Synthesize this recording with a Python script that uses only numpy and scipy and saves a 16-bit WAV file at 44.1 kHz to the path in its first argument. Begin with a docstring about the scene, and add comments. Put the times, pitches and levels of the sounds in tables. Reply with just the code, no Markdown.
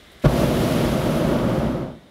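"""Hot-air balloon burner

One blast of propane, heard from the basket low over open grassland. Two light scuffs, then the
valve opens, the gas lights with a whump, and a turbulent flame roars under the hiss of the jets.
The hiss dulls as the flow eases; the flame dies away, leaving faint open air."""
import sys
import numpy as np
from scipy import signal
from scipy.fft import rfft, irfft
from scipy.io import wavfile

SR = 44100
rng = np.random.default_rng(int(sys.argv[2]) if len(sys.argv) > 2 else 0)


def file_out(sig):
    """Save sig as 16-bit WAV at sys.argv[1]."""
    # one column per channel
    cols = np.atleast_2d(sig).T
    # limit, then scale
    lim = np.clip(cols, -1, 1)
    pcm = np.round(lim * 32767).astype(np.int16)
    wavfile.write(sys.argv[1], SR, pcm)


N = 92610
T = np.arange(N) / SR
HZ = np.maximum(np.fft.rfftfreq(N, 1 / SR), 1)
LIGHT_S, CATCH_S = 0.238, 0.01   # when the gas lights; how long the flame takes to catch
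WAVER_HZ = 25   # how fast each noise band wavers


# Tone of the roar: freq_hz, level_db
ROAR_SPECTRUM = [(20, -20), (35, -10), (50, -4.5), (65, -3.5), (88, -12.5), (120, -1), (155, 1),
                 (195, -2.5), (240, 1.5), (280, -6), (350, -1.5), (400, -8), (445, -13.5), (500, -6.5),
                 (550, -6), (610, -5), (670, -9), (735, -16), (850, -15.5), (960, -16.5), (1040, -20.5),
                 (1120, -17.5), (1330, -19), (1480, -22.5), (1750, -28.5), (3000, -37), (6000, -47.5),
                 (16000, -74)]
# Envelope of the flame: time_s, level_db
FLAME_ENVELOPE = [(.27, -17), (.35, -20), (.46, -18), (.52, -20.5), (.68, -19.6), (.85, -19.5),
                  (1.0, -20.5), (1.15, -20.5), (1.32, -20), (1.44, -21), (1.52, -20.5), (1.68, -22),
                  (1.82, -25.5), (1.92, -34.5), (2.0, -49.5), (2.1, -62)]
# Short swells as the flame billows: centre_s, boost_db, half_width_s
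BILLOWS = [(0.421, 2, 0.012), (0.829, 2, 0.027), (1.071, 5, 0.0052), (1.342, 2, 0.044),
           (1.441, 3.5, 0.0082)]


def flame():
    """The low roar of burning gas, flickering with its eddies and billowing now and then."""
    roar = turbulence(ROAR_SPECTRUM, envelope(FLAME_ENVELOPE), dulling=0.078, pivot_hz=246)
    billow_db = sum(db * np.exp(-((T - centre_s) / half_s) ** 2) for centre_s, db, half_s in BILLOWS)
    flicker_db = 0.33 * drift(rate_hz=90)
    return roar * ramp(LIGHT_S, CATCH_S) * from_db(0.5 + billow_db + flicker_db)


# Tone of the hiss: freq_hz, level_db
HISS_SPECTRUM = [(300, -10), (1200, -2.5), (2100, 2.5), (2400, -0.5), (3100, 2.5), (4300, -3.5), (5600, -6),
                 (7000, -9.5), (8500, -12), (10000, -8), (12500, -9.5), (14000, -12), (16000, -18.5)]
# Envelope of the hiss, riding the gas flow: time_s, level_db
FLOW_ENVELOPE = [(.25, -38.5), (.3, -35.5), (.4, -33.5), (.52, -36), (.6, -33.5), (.82, -34.5), (.94, -36),
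                 (1.1, -37), (1.3, -39), (1.44, -42.5), (1.6, -42.5), (1.8, -50.7), (1.92, -60), (2.1, -80)]


def jets():
    """Propane spurts from the nozzles, then hisses and sputters at full flow."""
    hiss = turbulence(HISS_SPECTRUM, envelope(FLOW_ENVELOPE), dulling=0.13, pivot_hz=3500)
    valve = ramp(start_s=0.2145, rise_s=0.0099)
    spurt_db = -9 * (1 - ramp(LIGHT_S, CATCH_S))   # softer until the gas lights
    sputter_db = 0.5 * drift(rate_hz=220)
    return hiss * valve * from_db(0.5 + spurt_db + sputter_db)


# Tone of the whump: freq_hz, level_db
WHUMP_SPECTRUM = [(20, -10), (52, -3), (85, -10), (140, -0.5), (280, 1.5), (400, -3), (560, -6), (760, -11),
                  (1250, -15.5), (1600, -14), (1800, -25), (3200, -26.5), (6000, -38), (16000, -50)]
# Pressure pops as the gas cloud lights: start_s, level_db
POPS = [(.2445, -15.5), (0.2578, -7.5), (0.2642, -9)]
# Partials of the boom that each pop sets off: pitch_hz, level_db, t60_s
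BOOM_PARTIALS = [(58, -3, 0.29), (139.6, 4, 0.071), (269, -1, 0.051), (541, 1, 0.074), (1100, -16.5, .06)]


def ignition():
    """The flame front swells through the gas cloud and ends in booming pops."""
    peak_s, hold_s, decay_s = 0.255, 0.0077, 0.0029
    swell = ramp(LIGHT_S, peak_s - LIGHT_S) * decay(peak_s + hold_s, decay_s)
    whump = from_db(-15) * swell * noise(WHUMP_SPECTRUM)
    for start_s, pop_db in POPS:
        age = np.maximum(T - start_s, 0)
        for pitch_hz, partial_db, t60_s in BOOM_PARTIALS:
            whump += from_db(pop_db + partial_db - 60 * age / t60_s) * np.sin(2 * np.pi * pitch_hz * age)
    return whump


# Light scuffs just before the valve opens: start_s, level_db, centre_hz
SCUFFS = [(.116, -56, 11000), (.195, -56, 6000)]


def scuffs(width_hz=5000):
    """Brief bright rubs, as of a glove on the valve handle."""
    out = np.zeros(N)
    radius = np.exp(-np.pi * width_hz / SR)
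    for start_s, level_db, centre_hz in SCUFFS:
        resonance = [1, -2 * radius * np.cos(2 * np.pi * centre_hz / SR), radius ** 2]
        rub = unit_power(signal.lfilter([1, 0, -1], resonance, rng.standard_normal(N)))
        out += from_db(level_db) * rub * ramp(start_s, rise_s=0.002) * decay(start_s, decay_s=0.015)
    return out


# Tone of the air bed: freq_hz, level_db
AIR_SPECTRUM = [(20, -6), (60, 7), (95, -2), (150, 2), (250, -1), (350, -1), (600, -4.5), (900, -10.5),
                (1400, -9), (2050, -7.5), (2600, -13.5), (3750, -7.5), (4400, -18), (5200, -18),
                (6200, -23.5), (10000, -25), (16000, -34)]
# Slow fade on the bed's treble: time_s, gain_db
AIR_TREBLE_FADE = [(.2, 1), (2.0, -5.5)]


def open_air(level_db=-48.5, treble_hz=1500):
    """A faint rumble and rustle of moving air."""
    treble_db = envelope(AIR_TREBLE_FADE)
    return sum(band * from_db(level_db + treble_db * (hz > treble_hz) - 0.2 * drift(WAVER_HZ))
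               for hz, band in octaves(noise(AIR_SPECTRUM)))


def turbulence(spectrum, level_db, dulling, pivot_hz):
    """Rushing gas: its bands waver, and it tilts darker by `dulling` dB per octave for each dB it sinks."""
    tilt_db = dulling * (level_db - level_db.max())
    out = np.zeros(N)
    for hz, band in octaves(noise(spectrum)):
        octaves_up = max(np.log2(hz / pivot_hz), -1)
        out += band * from_db(level_db + tilt_db * octaves_up + 0.5 * drift(WAVER_HZ))
    return out


def noise(spectrum):
    """Coloured noise of unit power."""
    hz, db = np.transpose(spectrum)
    colour = from_db(np.interp(np.log(HZ), np.log(hz), db))
    return unit_power(irfft(rfft(rng.standard_normal(N)) * colour, N))


def octaves(x):
    """Overlapping octave bands that sum to the whole, as (centre_hz, band) pairs."""
    centres_hz = 50 * 2. ** np.arange(9)
    shares = [np.interp(np.log(HZ), np.log(centres_hz), row) for row in np.eye(len(centres_hz))]
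    whole = rfft(x)
    return [(hz, irfft(whole * share, N)) for hz, share in zip(centres_hz, shares)]


def drift(rate_hz):
    """Smooth random motion of spread 1."""
    return unit_power(irfft(rfft(rng.standard_normal(N)) / (1 + (HZ / rate_hz) ** 2), N))


def envelope(points):
    """Breakpoints joined by straight lines."""
    return np.interp(T, *np.transpose(points))


def ramp(start_s, rise_s):
    """A rise from 0 to 1."""
    return np.clip((T - start_s) / rise_s, 0, 1)


def decay(start_s, decay_s):
    """Holds at 1, then falls exponentially."""
    return np.exp(-np.maximum(T - start_s, 0) / decay_s)


def from_db(db):
    """Decibels to gain."""
    return 10 ** (np.asarray(db) / 20)


def unit_power(x):
    """Scale to an RMS of 1."""
    return x / np.sqrt(np.mean(x ** 2) + 1e-20)


def limiter(x, threshold_db=-8, share=0.4, attack_s=0.006, recovery_db_per_s=72):
    """The gain ducks by a share of a loud peak's overshoot and recovers steadily."""
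    over_db = np.maximum(20 * np.log10(np.abs(x) + 1e-9) - threshold_db, 0)
    recovery_db = recovery_db_per_s * T
    held_db = np.maximum.accumulate(over_db + recovery_db, axis=-1) - recovery_db
    pole = np.exp(-1 / (attack_s * SR))
    return x * from_db(-share * signal.lfilter([1 - pole], [1, -pole], held_db))


def scene():
    """The burner overhead, with nothing around to echo."""
    return (ignition() + flame() + jets() + open_air() + scuffs())[None]


def record(dry):
    """The microphone sheds the deepest bass, the ignition ducks the gain, peaks round off, the top is cut."""
    low_cut_hz, high_cut_hz, ceiling = 34, 15700, 0.79
    low_cut = signal.butter(2, low_cut_hz, "high", fs=SR, output="sos")
    high_cut = signal.ellip(12, 0.1, 80, high_cut_hz, fs=SR, output="sos")
    ducked = limiter(signal.sosfilt(low_cut, dry))
    rounded = ducked / (1 + (ducked / ceiling) ** 4) ** (1 / 4)
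    return signal.sosfilt(high_cut, rounded)


dry = scene()
out = record(dry)
file_out(out)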